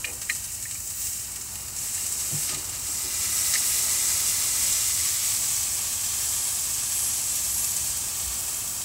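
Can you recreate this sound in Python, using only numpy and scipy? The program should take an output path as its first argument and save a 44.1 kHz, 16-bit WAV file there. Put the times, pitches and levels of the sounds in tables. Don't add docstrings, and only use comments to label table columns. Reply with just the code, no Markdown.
import sys
import numpy as np
from scipy import signal
from scipy.fft import rfft, irfft, next_fast_len
from scipy.io import wavfile

SR = 44100
rng = np.random.default_rng(int(sys.argv[2]) if len(sys.argv) > 2 else 0)


def wav_record(signal):
    frames = np.transpose(np.atleast_2d(signal))
    bounded = np.clip(frames, -1, 1)
    quanta = np.round(bounded * 32767).astype(np.int16)
    wavfile.write(sys.argv[1], SR, quanta)


N = 389844

# frequency_hz, level_db
FIZZ_EQ = [(2060, -24), (3500, -20.5), (4820, -10.5), (5200, -5), (7850, 5), (8390, 4.5), (9160, -6),
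           (10000, -5.5), (13000, -12.5), (22000, -120)]
COARSE_EQ = [(350, -54), (600, -12), (1170, -9.5), (1420, -11), (1880, -7), (2040, -6.5), (3020, -6),
             (5000, -1), (6500, -4), (11000, -120)]
SPRAY_EQ = [(5180, -30.5), (8800, -4), (9330, 0), (11700, -1), (13000, -6.5)]
MIST_EQ = [(7350, -33), (12500, -4.5), (15100, 1), (15600, 2)]
# time_s, level_db
FIZZ_FADER = [(0.0, -36), (0.27, -37), (0.32, -31), (0.44, -35), (0.94, -34.5), (1.06, -30.5), (1.3, -36.5),
              (1.74, -37), (1.775, -32), (1.92, -31.5), (2.44, -28.5), (2.63, -35), (2.85, -32.5),
              (2.92, -29.5), (3.1, -31.5), (3.25, -27), (3.55, -26), (4.1, -25.5), (4.5, -27), (4.7, -25.5),
              (5.61, -27.5), (5.93, -29.5), (6.42, -27.5), (6.77, -29), (7.09, -27.5), (7.9, -28.5),
              (8.2, -31), (8.84, -32.5)]
MEAN_VIGOUR_DB = -31
# follow_ratio, then at mean vigour before_turn_db, arm_over_db, after_db
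COARSE_RIDE = (0.7053, -45, -39.5, -42)
SPRAY_RIDE = (0.94, -39, -36, -38.5)
MIST_RIDE = (0.3, -45.5, -42.5, -43.5)
# centre_s, half_length_s, coarse_db, spray_db, mist_db
LAYER_SURGES = [(0.85, 0.13, -3.5, -3, 5), (1.06, 0.1, -1.5, -1, 4), (2.536, 0.076, 4.5, -2, 0),
                (2.64, 0.036, 0, 1, 0), (2.73, .04, 3, -2, 0), (3.55, .03, 4, -1, 0),
                (3.692, .06, 0.5, 3, 0), (5.93, 0.28, 1.5, 0.5, 1), (8.5, .3, 1.5, 3, 3)]
# time_s, before_turn_share, arm_over_share; the rest is after the arm leaves
STANCE_FADES = [(0, .98, .01), (2.8, 0.58, 0.37), (3.1, 0.4, 0.92), (5.25, .01, 0.88), (5.65, 0, 0.15),
                (8.84, 0.06, 0)]
# delay_s, level_db
REFLECTIONS = [(.0029, -13.5), (.0053, -14.5), (.0091, -17.5), (0.0136, -20)]
SWAY_S = .00015
# pitch_hz, width_hz, before_turn_db, arm_over_db, after_db
FIRE_BOX_EQ = [(756, 200, -1.5, -24, -0.5), (880, 170, -2.5, -1, 5.5), (1096, 73, -5, -4, -3.5),
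               (1170, 50, -7.5, 3.5, 10.5), (1280, 73, 3, 8, -9), (1410, 120, -11, -10, -13),
               (1612, 45, 4, 5.5, 8), (1786, 60, 5.5, -0.5, 2.5), (1900, 91, 7, -6, 2),
               (2034, 97, -10, 9, -7), (2160, 88, 5, 0.5, 1.5), (2336, 200, 4, 5.5, 2.5),
               (2630, 86, 5, -4.5, 6.5), (2794, 160, 6.5, 5, 1), (3030, 100, 2, 2.5, 4),
               (3200, 115, -1.5, 1, 6), (3340, 200, -8, 1.5, -2), (3475, 80, -9, 5, 2.5),
               (3910, 170, 1.5, 5, 0), (4390, 130, -1, 4, 2), (5090, 190, -3, 4, -1.5),
               (5720, 220, -1.7, 2.5, 0), (6430, 440, -2, -0.5, -0.9)]
# frequency_hz, level_db
RUMBLE_EQ = [(12, -48), (20, -34), (41, -6), (65, 0.5), (104, -0.5), (157, -11), (335, -13), (367, -10.5),
             (455, -13.5), (972, -7.5), (1080, -14), (1160, -7.5), (1500, -12), (1950, -37), (3300, -120)]
DEEP_DB, DEEP_WAVER_DB, BREATH_FROM_HZ = -47.3, 0.9, 235
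# time_s, level_db
BREATH_FADER = [(0.0, -52), (0.47, -57), (1.16, -56), (1.3, -54), (2.63, -50), (2.8, -51), (3.4, -48),
                (4.06, -47.5), (4.65, -48), (4.95, -53), (5.24, -50.5), (6.33, -51.5), (7.39, -51.5),
                (7.98, -50.5), (8.44, -49), (8.84, -51)]
# start_s, peak_db, pitch_hz, falloff_db_per_octave, rattle_s
TONG_HITS = [(.0438, -18, 2570, 47, .006), (.068, -30.5, 2580, 36, 0.043), (0.099, -35, 2400, 50, 0.018),
             (0.291, -27, 2100, 28, .01), (0.2971, -12, 2230, 26, 0.0035), (0.302, -27, 4090, 50, 0.012),
             (.307, -26, 1860, 80, 0.0088), (0.6543, -28, 2020, 80, 0.0074), (.7512, -38, 2460, 48, 0.0086),
             (1.977, -38, 2140, 30, .01), (2.491, -37, 1310, 58, 0.066), (3.537, -15, 5840, 30, .005),
             (3.535, -25.5, 1500, 20, 0.013), (3.553, -19, 2030, 90, 0.011)]
# pitch_hz, level_db, t60_s
TONG_MODES = [(1241, 0.5, .08), (1865, 4.5, 0.037), (1960, 1, 0.028), (2103, -2.5, 0.041),
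              (2440, -1.5, 0.029), (2834, -4.5, 0.038), (4060, 4, 0.028), (5440, 0.5, 0.039),
              (6200, -1, 0.039)]
# start_s, peak_db, pitch_hz, length_s
LOW_HITS = [(.045, -37.5, 486, 0.16), (.08, -43, 810, 0.062), (2.305, -32, 146, 0.047),
            (2.308, -38, 330, .05), (2.326, -31.5, 150, 0.041), (2.485, -40.5, 320, .06),
            (2.512, -38.5, 700, 0.08), (2.52, -37.5, 140, 0.051), (2.552, -39, 340, 0.064),
            (2.881, -42, 322, 0.04), (3.037, -40.5, 370, 0.047), (8.212, -34.5, 62, .12)]
# pitch_hz, level_db, t60_s
LOW_MODES = [(61.7, 0, .3), (111, 1, .15), (146, 2, .15), (183, -11, 0.12), (302, 2, .2), (370, 1.5, .2),
             (497, -1.5, 0.089), (617, 0, .1), (815, 0, 0.091)]
BUMP_FALL_DB = 21
# start_s, peak_db, coarse_offset_db, fine_offset_db
LOUD_SPITS = [(0.048, -21, 2, -16), (0.215, -17.5, -3, -14), (0.226, -21, -8, -14),
              (0.297, -14.5, -10, -18), (0.3494, -23, -12, -14), (0.44, -16, -16, -15),
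              (0.5194, -24, -23, -15), (0.546, -22, -20, -11), (0.624, -19, -18, -15),
              (0.7094, -21, -2, -16), (0.873, -22, -23, -15), (0.9, -15.5, -23, -14),
              (1.0031, -26, -24, -13), (1.0685, -17, -18, -16), (1.1304, -22, -17, -16),
              (1.359, -16, -13, -20), (1.4114, -22, -21, -15), (1.554, -21, -7, -17), (1.679, -25, -8, -13),
              (1.785, -24, -19, -14), (1.946, -15, -31, -22), (1.9764, -27, -7, -12),
              (2.063, -20, -17, -18), (2.122, -16, -26, -17), (2.2014, -21, -25, -17),
              (2.432, -22, -27, -12), (2.491, -25, 5, -17), (2.544, -18, -4, -18), (2.692, -23, -14, -14),
              (3.1394, -18, -24, -16), (3.5379, -14, -9, -20), (3.547, -20, -6, -14),
              (4.7244, -15, -19, -17), (5.36, -24, -29, -11), (6.832, -22, -7, -21), (7.353, -21, -29, 4),
              (7.643, -15, -22, -11), (7.764, -14, -22, -15), (7.9694, -24, -19, 6), (8.276, -26, -22, -3),
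              (8.34, -28, -20, -1), (8.48, -21, -13, -13)]
SPIT_S, SPIT_CREST_DB = 0.016, 15.5
SMALL_SPITS_PER_S, SMALL_SPIT_DB, SMALL_SPREAD_DB = 7, -26.5, 4
SMALL_COARSE_DB, SMALL_FINE_DB = -20, -13
# centre_s, half_length_s, level_db, pitch_hz
STEAM_JETS = [(1.04, .09, -41, 14800), (6.422, 0.12, -38.5, 10600), (7.04, 0.15, -34.5, 10600),
              (7.58, 0.16, -35.5, 11300)]
JET_WIDTH_HZ = 3400
CUTOFF_HZ = 15750


def amp(db):
    return 10 ** (np.asarray(db) / 20)


def rms_one(x):
    return x / np.sqrt(np.mean(x ** 2) + 1e-20)


def automation(rows):
    times, *columns = np.transpose(rows)
    return [np.interp(np.arange(N) / SR, times, column) for column in columns]


def equalise(x, curve):
    size = next_fast_len(N)
    hz, db = np.transpose(curve)
    bins_hz = np.maximum(np.arange(size // 2 + 1) * SR / size, 1)
    gain = amp(np.interp(np.log(bins_hz), np.log(hz), db))
    return rms_one(irfft(rfft(x, size) * gain, size)[:N])


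def drift(rate_hz):
    hop = 40
    pole = np.exp(-2 * hop * np.pi * rate_hz / SR)
    slow = signal.lfilter([1], [1, -2 * pole, pole * pole], rng.standard_normal(N // hop + 2002))[2000:]
    return np.interp(np.arange(N) / hop, np.arange(len(slow)), rms_one(slow))


def resonance(x, hz, width_hz):
    r = np.exp(-np.pi * width_hz / SR)
    feedback = [1, -2 * r * np.cos(2 * np.pi * hz / SR), r * r]
    return signal.lfilter(np.array([1, 0, -1]) * (1 - r * r) / 2, feedback, x)


def bell_fade(centre_s, half_s):
    return np.exp(-((np.arange(N) / SR - centre_s) / half_s) ** 2)


def swell(length_s, rise):
    t = np.arange(SR // 4) / SR / max(length_s, .001)
    return (1 - np.exp(-t / rise)) * np.exp(-3.0 * t)


def puff(length_s, rise):
    shape = swell(length_s, rise)
    return rng.standard_normal(len(shape)) * shape


def add(out, sound, start_s, peak_db):
    at = round(start_s * SR)
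    out[at:at + len(sound)] += (amp(peak_db) * sound / np.max(np.abs(sound)))[:N - at]


def bubbles(per_s, spread_db):
    sizes = amp(spread_db * np.minimum(rng.exponential(1, N), 5)) * rng.choice([-1, 1], N)
    return sizes * (rng.random(N) < per_s / SR)


def stance():
    before, arm_over = automation(STANCE_FADES)
    return np.array([before, arm_over, 1 - before - arm_over])


def bubble_levels():
    fizz_db, = automation(FIZZ_FADER)
    shares = stance()
    levels = np.array([follow * (fizz_db - MEAN_VIGOUR_DB) + np.array(placed_db) @ shares
                       for follow, *placed_db in (COARSE_RIDE, SPRAY_RIDE, MIST_RIDE)])
    for centre_s, half_s, *surge_db in LAYER_SURGES:
        levels += np.outer(surge_db, bell_fade(centre_s, half_s))
    return fizz_db, *levels


def walls(x):
    out, now = x.copy(), np.arange(N)
    for delay_s, db in REFLECTIONS:
        delayed = np.round(now - SR * (delay_s + SWAY_S * drift(.4))).astype(int)
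        out += amp(db) * x[np.clip(delayed, 0, N - 1)]
    return rms_one(out)


def fire_box(x):
    shares = stance()
    return x + sum((amp(lifts_db) - 1) @ shares * resonance(x, hz, width_hz)
                   for hz, width_hz, *lifts_db in FIRE_BOX_EQ)


def sizzle():
    fizz_db, coarse_db, spray_db, mist_db = bubble_levels()
    fizz_spit, coarse_spit, fine_spit = fat_spits()
    sputter = .5 * drift(7.2) + 0.33 * drift(46)
    fizz = walls(equalise(bubbles(14000, spread_db=1.5), FIZZ_EQ))
    fizz *= amp(fizz_db + 0.32 * sputter + 0.5 * drift(18)) + fizz_spit
    coarse = walls(equalise(bubbles(9000, spread_db=2.5), COARSE_EQ))
    coarse *= amp(coarse_db + 0.57 * sputter + 0.65 * drift(13)) + coarse_spit
    fine = bubbles(15000, spread_db=2.5)
    spray = equalise(fine, SPRAY_EQ) * (amp(spray_db + 1.5 * sputter + .5 * drift(11)) + .7 * fine_spit)
    mist = equalise(fine, MIST_EQ) * (amp(mist_db + .7 * sputter + .5 * drift(14)) + .6 * fine_spit)
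    return fire_box(fizz + coarse) + spray + mist + steam_jets(fine)


def rumble():
    breath_db, = automation(BREATH_FADER)
    noise = equalise(rng.standard_normal(N), RUMBLE_EQ)
    crossover = [signal.butter(4, BREATH_FROM_HZ, kind, fs=SR, output="sos") for kind in ("low", "high")]
    deep, breath = (rms_one(signal.sosfilt(band, noise)) for band in crossover)
    return amp(DEEP_DB + DEEP_WAVER_DB * drift(3.8)) * deep + amp(breath_db + 0.55 * drift(2.7)) * breath


def ring_modes(hit, modes, pitch_hz, fall_db, band_share):
    ring = 0
    for hz, mode_db, t60_s in modes:
        drive = resonance(hit, hz, band_share * hz)
        mode = rms_one(resonance(drive, hz, np.log(1000) / np.pi / t60_s))
        ring += amp(mode_db - fall_db * np.abs(np.log2(hz / pitch_hz))) * mode
    return ring


def tong_clacks():
    out = np.zeros(N)
    for start_s, peak_db, pitch_hz, fall_db, rattle_s in TONG_HITS:
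        rattle = puff(rattle_s, rise=0.093)
        rattle[1] += 3.0
        add(out, ring_modes(rattle, TONG_MODES, pitch_hz, fall_db, band_share=0.17), start_s, peak_db)
    return out


def low_bumps():
    out = np.zeros(N)
    for start_s, peak_db, pitch_hz, length_s in LOW_HITS:
        push = puff(length_s, rise=0.1)
        add(out, ring_modes(push, LOW_MODES, pitch_hz, BUMP_FALL_DB, band_share=0.53), start_s, peak_db)
    return out


def fat_spits():
    gains = np.zeros((3, N))
    chance = rng.random((round(SMALL_SPITS_PER_S * N / SR), 2))
    small = [(when * N / SR, SMALL_SPIT_DB + SMALL_SPREAD_DB * (2 * size - 1),
              SMALL_COARSE_DB, SMALL_FINE_DB) for when, size in chance]
    for start_s, peak_db, coarse_db, fine_db in LOUD_SPITS + small:
        for gain, offset_db in zip(gains, (0, coarse_db, fine_db)):
            add(gain, swell(SPIT_S, rise=0.1), start_s, peak_db + offset_db - SPIT_CREST_DB)
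    return gains


def steam_jets(fine):
    out = np.zeros(N)
    for centre_s, half_s, db, hz in STEAM_JETS:
        band = resonance(resonance(fine, hz, JET_WIDTH_HZ), hz, JET_WIDTH_HZ)
        out += amp(db) * bell_fade(centre_s, half_s) * rms_one(band)
    return out


def scene():
    mono = sizzle() + tong_clacks() + low_bumps() + rumble()
    return np.array([mono, mono])


def record(dry):
    return signal.sosfilt(signal.ellip(14, .3, 80, CUTOFF_HZ, fs=SR, output="sos"), dry)


dry = scene()
out = record(dry)
wav_record(out)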